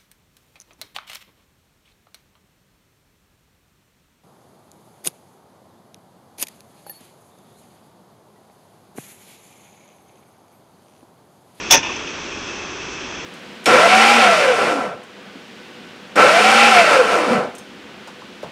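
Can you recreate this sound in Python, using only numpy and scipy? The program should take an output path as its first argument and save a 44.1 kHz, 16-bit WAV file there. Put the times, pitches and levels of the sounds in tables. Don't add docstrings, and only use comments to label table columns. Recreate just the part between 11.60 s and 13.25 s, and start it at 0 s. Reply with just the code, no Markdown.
import sys
import numpy as np
from scipy import signal
from scipy.fft import rfft, irfft
from scipy.io import wavfile

SR = 44100
rng = np.random.default_rng(int(sys.argv[2]) if len(sys.argv) > 2 else 0)


def dump_mix(stems):
    frames = np.atleast_2d(stems).T
    limited = np.clip(frames, -1, 1)
    pcm = np.round(limited * 32767).astype(np.int16)
    wavfile.write(sys.argv[1], SR, pcm)


N = 72765
T = np.arange(N) / SR

# freq_hz [Hz], level_db [relative dB per Hz]
ECHO_COLOUR = [(100, -28), (330, -14), (600, -1), (1020, 5.5), (1500, -28), (2560, 10), (3000, -2.5),
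               (3400, -13.5), (4200, -34), (5700, -5), (6300, -8), (7500, -49)]


def amp(db):
    return 10 ** (np.asarray(db) / 20)


def rms_one(x):
    return x / np.sqrt(np.mean(x ** 2) + 1e-20)


def coloured(x, points, tilt_db=0.):
    hz = np.maximum(np.arange(len(x) // 2 + 1) * SR / len(x), 10)
    point_hz, point_db = np.transpose(points)
    db = np.interp(np.log(hz), np.log(point_hz), point_db)
    db = db + tilt_db * np.log2(np.clip(hz, 200, 8000) / 2000)
    return irfft(rfft(x) * amp(db), len(x))


def drift(rate_hz):
    step = 40
    pole = np.exp(-2 * np.pi * rate_hz * step / SR)
    noise = rng.standard_normal(N // step + 2002)
    slow = signal.lfilter([1], [1, -2 * pole, pole * pole], noise)[2000:]
    return np.interp(np.arange(N) / step, np.arange(len(slow)), rms_one(slow - slow.mean()))


def burst(t, rise_s, t60_s):
    t = np.maximum(t, 0)
    return (1 - np.exp(-t / rise_s)) * amp(-60 * t / t60_s)


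def idle():
    # freq_hz [Hz], level_db [relative dB per Hz]
    idle_colour = [(25, -18.5), (55, -8), (140, -10), (240, -4), (350, 0), (450, -5), (700, -11),
                   (1070, -7.5), (1750, -9.5), (2030, -12.5), (2280, -8.5), (2600, -5), (2950, -12.5),
                   (3350, -7.5), (3650, -15), (3950, -18), (4800, -19), (5500, -13.5), (6250, -12.5),
                   (6600, -20.5), (7100, -26), (7700, -28.5), (8200, -36), (8500, -40)]
    # time_s [s], level_db [dB rms]
    idle_level = [(0.0, -28.5), (0.27, -29), (0.44, -29.5), (1.382, -30.5), (1.65, -30.5)]
    patch_spread_db, patch_rate_hz = .6, 9.3

    spectrum = rfft(coloured(rng.standard_normal(N), idle_colour))
    octave = np.log2(np.maximum(np.arange(N // 2 + 1) * SR / N, 20) / 20)
    patches = 0
    for k in range(11):
        share = np.clip(1 - np.abs(octave - k), 0, 1)
        patches = patches + irfft(spectrum * share, N) * amp(patch_spread_db * drift(patch_rate_hz))
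    return amp(np.interp(T, *np.transpose(idle_level))) * rms_one(patches)


def whine():
    # time_s [s], level_db [dB peak]
    whine_level = [(0, -38.5), (.5, -41.5), (.85, -43), (1.0, -39), (1.15, -41), (1.3, -43), (1.65, -46)]
    pitch_hz, waver_hz, waver_db = 2605, 25.4, 1.5

    hz = pitch_hz + waver_hz * drift(4.4)
    level_db = np.interp(T, *np.transpose(whine_level)) + waver_db * drift(7)
    return amp(level_db) * np.sin(2 * np.pi * np.cumsum(hz) / SR)


def panel(pitch_hz, size):
    modes_hz = [290, 400, 562, 730, 912, 1030, 1790, 2530, 2940, 3372, 3570, 5170, 5645, 5860, 6117, 6280]
    # level_db [relative dB], t60_s [s]
    mode_rings = [(-8.5, .08), (-2.5, .08), (-3, 0.088), (0.5, 0.073), (0, 0.092), (-5.5, 0.11), (4, .07),
                  (-3.5, 0.13), (-7.5, 0.08), (2.5, 0.07), (2, 0.094), (-1, 0.066), (2.5, 0.054),
                  (-11, 0.032), (6.5, .05), (4, .05)]
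    falloff_db_per_octave, detune_share, uneven_db = 19.5, .008, 1.1

    t = np.arange(size) / SR
    hz = np.array(modes_hz)[:, None]
    db, t60_s = np.transpose(mode_rings)[:, :, None]
    hz = hz * (1 + detune_share * rng.standard_normal(hz.shape))
    db = db - falloff_db_per_octave * np.abs(np.log2(hz / pitch_hz))
    db = db + rng.normal(0, uneven_db, hz.shape)
    tones = np.sin(2 * np.pi * (hz * t + rng.random(hz.shape)))
    return np.sum(amp(db) * burst(t, .002, t60_s) * tones, axis=0)


def arrivals(rows, colour, rise_s, t60_s, size=16384):
    crackle_db, crackle_per_s = 2.5, 250

    out = np.zeros(N + size)
    t = np.arange(size) / SR
    for start_s, level_db, tilt_db, pitch_hz, ring_db in rows:
        grain = np.interp(t * crackle_per_s, np.arange(size), rng.standard_normal(size))
        noise = coloured(rng.standard_normal(size), colour, tilt_db)
        rush = rms_one(noise * amp(crackle_db * grain)) * burst(t, rise_s, t60_s)
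        i = int(start_s * SR)
        out[i:i + size] += amp(level_db) * rush + amp(ring_db) * panel(pitch_hz, size)
    return out[:N]


def bang():
    # start_s [s], level_db [dB rms of the rush before its envelope], tilt_db [dB per octave about 2 kHz],
    # pitch_hz [Hz, near which the panel rings most], ring_db [dB gain of the ring]
    blows = [(.1015, -17.5, -0.5, 2540, -19), (.1045, -18, -3, 1030, -14), (.1075, 2.5, 6, 3400, -3.5),
             (.111, -16, 18, 725, -9), (.121, 4, 1, 6100, -4.5), (.129, -3, -1, 6100, -9.5),
             (.134, -5, -0.5, 915, -4.5), (.138, -8.5, 0.5, 2540, -6), (.144, -7, -0.5, 560, -5),
             (.149, -26.5, -8.5, 400, -12), (.153, -7.5, 0, 3500, -21), (.164, -14.5, -3.5, 1790, -20),
             (.171, -21.5, -3.5, 5570, -16.5), (.174, -23, -7, 290, -23), (.178, -18.5, -3.5, 910, -21),
             (.187, -22, 2, 2500, -21)]
    # freq_hz [Hz], level_db [relative dB per Hz]
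    bang_colour = [(60, -38.5), (120, -18.5), (300, -14.5), (560, -11), (900, -14.5), (1260, -15),
                   (1780, -11.5), (2050, -11.5), (2560, -5), (3000, -10), (3500, -13), (4250, -18),
                   (4700, -16.5), (5300, -8), (6080, -1), (6600, -10.5), (7200, -24.5), (8200, -31)]
    return arrivals(blows, bang_colour, rise_s=0.0017, t60_s=0.069)


def street_tail():
    start_s, level_db, t60_s = .2, -35.5, 1.3
    wash = rms_one(coloured(rng.standard_normal(N), ECHO_COLOUR))
    return amp(level_db) * burst(T - start_s, 0.01, t60_s) * wash


def echoes():
    # start_s [s], level_db [dB rms of the rush before its envelope], tilt_db [dB per octave about 2 kHz],
    # pitch_hz [Hz, near which the panel rings most], ring_db [dB gain of the ring]
    returns = [(.229, -22, 3.3, 2540, -23), (.246, -22, -1.2, 2540, -22), (.268, -25.5, -2, 2540, -24),
               (.29, -34, -1, 2570, -21.5), (.302, -27, 0.57, 3440, -41), (.316, -26.5, 1.4, 2540, -31),
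               (.326, -27.5, 1.3, 2540, -34), (.36, -35.5, -1.5, 5640, -30.5),
               (.39, -39.5, -5, 3375, -34.5), (.47, -33, 7, 2540, -24.5)]
    return arrivals(returns, ECHO_COLOUR, rise_s=0.0015, t60_s=0.14)


def chirp():
    start_s, length_s, level_db = .288, .022, -26
    from_hz, to_hz = 1300, 920

    progress = np.clip((T - start_s) / length_s, 0, 1)
    hz = from_hz + (to_hz - from_hz) * progress
    return amp(level_db) * np.sin(np.pi * progress) * np.sin(2 * np.pi * np.cumsum(hz) / SR)


def scene():
    engine = idle() + whine()
    return (engine + bang() + street_tail() + echoes() + chirp())[None]


def record(dry):
    camera_cut_hz, cutoff_hz = 8450, 16000
    clip_top, clip_knee = .67, 5.0

    band_limit = signal.ellip(12, .5, 85, camera_cut_hz, fs=SR, output="sos")
    x = signal.sosfilt(band_limit, dry)
    x = x / (1 + np.abs(x / clip_top) ** clip_knee) ** (1 / clip_knee)
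    taps = signal.firwin(511, cutoff_hz - 120, window=("kaiser", 8), fs=SR)
    return signal.fftconvolve(x, taps[None], mode="same")


dry = scene()
out = record(dry)
dump_mix(out)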